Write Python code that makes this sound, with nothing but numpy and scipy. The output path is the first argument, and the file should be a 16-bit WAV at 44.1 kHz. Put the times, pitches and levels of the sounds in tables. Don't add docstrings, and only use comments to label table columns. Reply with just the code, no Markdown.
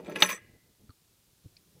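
import sys
import numpy as np
from scipy import signal
from scipy.fft import rfft, irfft
from scipy.io import wavfile
from scipy.ndimage import uniform_filter1d

SR = 44100
rng = np.random.default_rng(int(sys.argv[2]) if len(sys.argv) > 2 else 0)


def ratio(d):
    e = np.asarray(d, float) / 20
    return 10 ** e


def generate_wav(signal):
    frames = np.transpose(np.atleast_2d(signal))
    scaled = np.clip(frames, -1, 1) * 32767
    pcm = np.round(scaled).astype(np.int16)
    wavfile.write(sys.argv[1], SR, pcm)


N = 79380

# t/s, clack peak/dB, strongest clack f/Hz, brass ring peak/dB, strongest ring f/Hz
CLINK_EVENTS = [(0.0471, -47, 3300, -57, 7260), (.0600, -44.5, 2600, -58.5, 6860),
                (.0680, -46, 3300, -58, 8030), (.0960, -42.5, 1480, -51.5, 10300),
                (0.0962, -49.5, 3000, -52, 14520), (.0975, -47.5, 2400, -52.5, 6600),
                (0.1215, -40.5, 2243, -51.5, 6900), (0.1561, -34, 2400, -43, 10900),
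                (0.1596, -19.5, 2400, -43, 11260), (0.1638, -23.5, 2200, -52, 6100),
                (0.2037, -34.5, 4504, -32, 9000), (.2090, -32.5, 2500, -36.5, 7967),
                (0.221, -20.5, 2800, -54.5, 6000), (.2228, -1.5, 3735, -29.5, 11000),
                (.2238, -4.5, 3000, -23.5, 14380), (0.2258, -16, 2200, -21.5, 6100),
                (.2300, -20.5, 2500, -20.5, 6040), (0.2358, -19, 1900, -25.5, 6040),
                (.2490, -26.5, 3408, -38.5, 7200), (.2555, -23.5, 2400, -44, 5981),
                (.2608, -29.5, 2400, -29.5, 10650), (0.289, -29.5, 2400, -32.5, 14060),
                (0.292, -21, 2400, -33.5, 10650), (.3020, -29.5, 2000, -35.5, 6100),
                (0.31, -28, 2500, -40, 11140), (0.3223, -42, 2000, -33.5, 6100),
                (0.329, -38, 1481, -37.5, 8640), (.3455, -46, 3643, -39, 7600),
                (.3530, -51, 1200, -44.5, 6100), (.3670, -41, 1790, -63, 7950),
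                (.3790, -44, 1905, -68, 8000)]
# t/s, heap clatter level/dB, brass level re clatter/dB, table level re clatter/dB
STIR_LEVELS = [(0, -56, -6, 13.5), (0.017, -70.5, -19.5, 16.5), (.055, -63, -19, 14.5),
               (0.064, -56, -17, 9.5), (0.093, -52.5, -19, 12.5), (0.123, -51, -19, 10),
               (.14, -57, -18, 11), (0.154, -55, -18.5, 9), (0.16, -41.5, -9.5, 3.5),
               (0.179, -46.5, -14, 8.5), (.205, -37.5, -7.5, -6), (.22, -35.5, -8.5, 4),
               (0.227, -27, -12, -2.5), (.245, -33, -6.5, -7.5), (0.268, -39, -8, -4),
               (.287, -42.5, -7, -5), (0.296, -35.5, -3.5, -16.5), (.33, -39, -6, -7), (.34, -51.5, 0, 2.5),
               (0.367, -60, 3, -10), (0.381, -60, -12, -5), (.392, -92, -14, -3)]
# t/s, peak/dB, strongest f/Hz
KNOCK_EVENTS = [(.0002, -33.5, 600), (.008, -36.5, 547.7), (0.063, -42, 450), (.085, -34, 470),
                (0.098, -33.5, 400)]
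# f/Hz, level/dB, t60/s
BRASS_MODES = [(5400, -11, 0.068), (6040, 3, .09), (6150, -5.5, .08), (6600, -4, 0.022), (7150, -4, 0.036),
               (8010, -6, .1), (7960, -10, 0.088), (9500, -17, .04), (10100, -15.5, 0.044),
               (10650, -7, .12), (10990, -1.5, 0.044), (11300, -12.5, .04), (13840, -11.5, .08),
               (14250, -3.5, .07), (14700, -12, 0.068)]
# f/Hz, level/dB, t60/s
HEAP_MODES = [(1065.9, 0, .05), (1327, -2.5, .05), (1450, -6.5, .04), (1675, -2, 0.062),
              (1850, -3.5, 0.055), (2000, 3.5, 0.022), (2200, -8, 0.02), (2409, 7, 0.021), (2600, -2, .035),
              (2900, -4.5, .03), (3300, -4, .025), (3613, 3, .008), (3689, -9, 0.039), (4334, -9, 0.032),
              (4910, -4.5, .015)]
# f/Hz, level/dB, t60/s
TABLE_MODES = [(183.3, -3.5, 0.19), (320, -2, 0.06), (372, -2, .08), (470, -3.5, 0.14), (580, -2.5, .07),
               (870, -8, 0.061)]
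# f/Hz, level/dB, t60/s
ROCKING_MODES = [(515, -6.5, 0.14), (1109, -7, .12), (1214, 0.5, 0.16), (1864, 3, 0.077), (2250, 1, 0.14),
                 (3480, -5, 0.088), (6100, -4, 0.047), (8240, -4, 0.12)]
# t/s, level/dB, f/Hz, t60/s, first overtone re fundamental/1
BUMP_EVENTS = [(.52, -66.5, 99.6, 0.11, 0.43), (.56, -66.5, 110, .06, 0.32),
               (0.833, -56.5, 216.9, .1, 0.049), (0.892, -41.5, 94.3, 0.056, 0.36),
               (1.016, -61, 170, 0.053, .3), (1.329, -58, 130, .04, .3), (1.445, -48.5, 148.5, 0.039, 0.27),
               (1.456, -38, 105, 0.052, 0.25), (1.489, -56, 120.5, 0.046, .3),
               (1.689, -69.5, 170, 0.055, .2), (1.70, -66, 170, 0.044, .2), (1.75, -51, 150.2, 0.041, .3),
               (1.763, -64, 183, .12, .9), (1.771, -55, 143.5, 0.057, 0.38)]
# t/s, peak/dB, low f/Hz, high f/Hz, high mode re low/dB
TICK_EVENTS = [(0.894, -50, 1317, 4444, -4.5), (.905, -47, 1200, 4430, 3.5), (1.5675, -43, 2323, 4490, 10),
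               (1.5695, -46.5, 2300, 5060, 24)]
# centre f/Hz, width/octave, level/dB, t60/s
ROOM_BANDS = [(306, 0.41, -4.5, .5), (600, .5, -9.5, .4), (1200, .5, -11, 0.49), (1690, .3, -7.5, .65),
              (2050, 0.074, -11, 1), (2500, .4, -8.5, .6), (3514, 0.56, -12, .4), (7040, .6, -22, .2)]
# f/Hz, level per Hz/dB
HISS_SPECTRUM = [(200, -30.5), (600, -8), (1000, -4), (2000, -5.5), (4000, -1.5), (7000, -3), (10500, -4),
                 (12700, -4.5), (14500, -4), (16000, -6)]
# f/Hz, level per Hz/dB
RUMBLE_SPECTRUM = [(12, -37), (20, -13.5), (102, -2), (189, -7), (218, -9.5), (357, -10.5), (499, -15.5),
                   (900, -27), (1170, -45.5), (1980, -120)]
# t/s, level/dB
RUMBLE_LEVELS = [(0.45, -66.5), (1.212, -72.5), (1.39, -70), (1.516, -70), (1.8, -69)]

CLACK_FOCUS_OCT, RING_FOCUS_OCT, SCATTER_DB = 0.43, 0.15, 2.5
DETUNE_REL, HEAP_DETUNE_REL, CONTACT_S = 0.005, 0.025, 0.00025
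THUD_RE_CLACK_DB, CRACK_RE_RING_DB, CRACK_S = -12.5, -27.5, 0.002
CONTACTS_PER_S, CONTACT_SPREAD_DB = 2000, 4
BRASS_RUB_T60_FACTOR, TABLE_RUB_T60_FACTOR, ROCK_T60_FACTOR = 0.25, 0.36, 0.81
ROCK_START_S, ROCK_END_S, ROCK_START_DB, ROCK_FADE_DB = 0.29, 0.381, -42.5, -11
TABLE_LOW_HZ, TICK_T60_S, ROOM_DB = 170, 0.055, -63.5
HISS_AT_1S_DB, HISS_CREEP_DB_PER_S, RUMBLE_FLICKER_DB = -68.5, 1.95, 3.5
MIC_TOP_HZ = 15600


def unit(x):
    return x / np.sqrt(np.mean(x ** 2))


def add(out, t_s, x):
    i = int(t_s * SR)
    out[i:i + len(x)] += x[:N - i]


def struck(modes, focus_hz, focus_oct, detune_rel):
    hz, db, t60 = np.array(modes).T[:, :, None]
    level_scatter, pitch_scatter = rng.standard_normal((len(modes), 2)).T[:, :, None]
    t = np.arange(SR // 5) / SR
    focus_db = np.maximum(-6 * (np.log2(hz / focus_hz) / focus_oct) ** 2, -18)
    db = db + focus_db + SCATTER_DB * level_scatter
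    hz = hz * (1 + detune_rel * pitch_scatter)
    x = (ratio(db - 60 * t / t60) * np.sin(2 * np.pi * hz * t)).sum(0)
    x = x * np.minimum(t / CONTACT_S, 1)
    return x / np.abs(x).max()


def rubbed(modes, contacts, t60_factor):
    out = 0
    for hz, db, t60 in modes:
        r = ratio(-60 / (t60_factor * t60) / SR)
        w = 2 * np.pi * hz / SR
        push = contacts * rng.standard_normal(N)
        ringing = signal.lfilter([1], [1, -2 * r * np.cos(w), r * r], push, axis=-1)
        out = out + ratio(db) * np.sin(w) * ringing
    return out


def clinks():
    out = np.zeros(N)
    t = np.arange(SR // 50) / SR
    crack_shape = t / CRACK_S * np.exp(1 - t / CRACK_S)
    for t_s, clack_db, clack_hz, ring_db, ring_hz in CLINK_EVENTS:
        clack = struck(HEAP_MODES, clack_hz, CLACK_FOCUS_OCT, HEAP_DETUNE_REL)
        ring = struck(BRASS_MODES, ring_hz, RING_FOCUS_OCT, DETUNE_REL)
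        thud = struck(TABLE_MODES, 790, 0.69, DETUNE_REL)
        crack = np.diff(rng.standard_normal(len(t) + 1)) * crack_shape
        add(out, t_s, ratio(clack_db) * clack)
        add(out, t_s, ratio(ring_db) * ring)
        add(out, t_s + 0.002, ratio(clack_db + THUD_RE_CLACK_DB) * thud)
        add(out, t_s, ratio(ring_db + CRACK_RE_RING_DB) * crack)
    return out


def stirring():
    t = np.arange(N) / SR
    t_s, clatter_db, brass_db, table_db = np.array(STIR_LEVELS).T
    out = 0
    for modes, share_db, t60_factor in ((HEAP_MODES, 0, 1),
                                        (BRASS_MODES, brass_db, BRASS_RUB_T60_FACTOR),
                                        (TABLE_MODES, table_db, TABLE_RUB_T60_FACTOR)):
        hit = rng.random(N) < CONTACTS_PER_S / SR
        contacts = hit * ratio(CONTACT_SPREAD_DB * np.minimum(rng.exponential(size=N), 3))
        level = ratio(np.interp(t, t_s, clatter_db + share_db, right=-200))
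        steady, played = rubbed(modes, contacts * np.array([np.ones(N), level]), t60_factor)
        out = out + played / np.sqrt(np.mean(steady ** 2))
    return out


def rocking():
    t = np.arange(N) / SR
    course_db = np.interp(t, [ROCK_START_S, ROCK_START_S + 0.0076, ROCK_END_S],
                          [-40, 0, ROCK_FADE_DB], left=-200, right=-200)
    pushes = np.array([np.ones(N), ratio(ROCK_START_DB + course_db)])
    steady, played = rubbed(ROCKING_MODES, pushes, ROCK_T60_FACTOR)
    stop = np.exp(-np.maximum(t - ROCK_END_S, 0) / 0.004)
    return played / np.sqrt(np.mean(steady ** 2)) * stop


def knocks():
    out = np.zeros(N)
    for t_s, db, hz in KNOCK_EVENTS:
        add(out, t_s, ratio(db) * struck(TABLE_MODES, hz, 0.6, DETUNE_REL))
    return out


def handling():
    out = np.zeros(N)
    t = np.arange(SR // 8) / SR
    for t_s, db, hz, t60, over in BUMP_EVENTS:
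        push = (1 - np.exp(-t / 0.0036)) * ratio(db - 60 * t / t60)
        phase = 2 * np.pi * hz * t
        tone = np.sin(phase) + over * np.sin(2.7 * phase) + 0.31 * over * np.sin(4.6 * phase)
        add(out, t_s, 2 * push * tone)
    for t_s, db, low_hz, high_hz, high_db in TICK_EVENTS:
        modes = [(low_hz, 0, TICK_T60_S), (low_hz, -4, TICK_T60_S), (1.09 * low_hz, -3, TICK_T60_S),
                 (high_hz, high_db, 0.3 * TICK_T60_S),
                 (0.953 * high_hz, high_db - 2.5, 0.31 * TICK_T60_S)]
        add(out, t_s, ratio(db) * struck(modes, high_hz, 8.8, DETUNE_REL))
    return out


def room(x):
    t = np.arange(int(0.8 * SR)) / SR
    tail = 0
    for hz, width_oct, db, t60 in ROOM_BANDS:
        edges_hz = [hz * 2 ** (-width_oct / 2), hz * 2 ** (width_oct / 2)]
        band = signal.butter(2, edges_hz, "band", fs=SR, output="sos")
        noise = unit(signal.sosfilt(band, rng.standard_normal(len(t))))
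        tail = tail + ratio(db - 60 * t / t60) * noise
    tail = tail * np.minimum(t / 0.0033, 1)
    return ratio(ROOM_DB) * signal.fftconvolve(x, tail)[:N]


def colour(points):
    hz, db = np.array(points).T
    f = np.maximum(np.arange(N // 2 + 1) * SR / N, 1)
    shape = ratio(np.interp(np.log(f), np.log(hz), db))
    return unit(irfft(rfft(rng.standard_normal(N)) * shape, N))


def walk(rate_hz):
    k = int(SR / rate_hz)
    return unit(uniform_filter1d(uniform_filter1d(rng.standard_normal(N), k), k))


def background():
    t = np.arange(N) / SR
    hiss_db = HISS_AT_1S_DB + HISS_CREEP_DB_PER_S * (t - 1)
    rumble_db = np.interp(t, *np.array(RUMBLE_LEVELS).T) + RUMBLE_FLICKER_DB * walk(25)
    return ratio(hiss_db) * colour(HISS_SPECTRUM) + ratio(rumble_db) * colour(RUMBLE_SPECTRUM)


def scene():
    high_pass = signal.butter(4, TABLE_LOW_HZ, "high", fs=SR, output="sos")
    heap = signal.sosfilt(high_pass, clinks() + stirring() + rocking() + knocks())
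    return (heap + room(heap) + handling() + background())[None]


def roll_off(x):
    return signal.sosfilt(signal.butter(12, 16110, fs=SR, output="sos"), x)


def record(dry):
    low_pass = signal.butter(12, MIC_TOP_HZ, fs=SR, output="sos")
    x = signal.sosfilt(low_pass, dry)
    mix = x / (1 + np.abs(x) ** 6) ** (1 / 6) * 0.97
    return roll_off(mix)


dry = scene()
out = record(dry)
generate_wav(out)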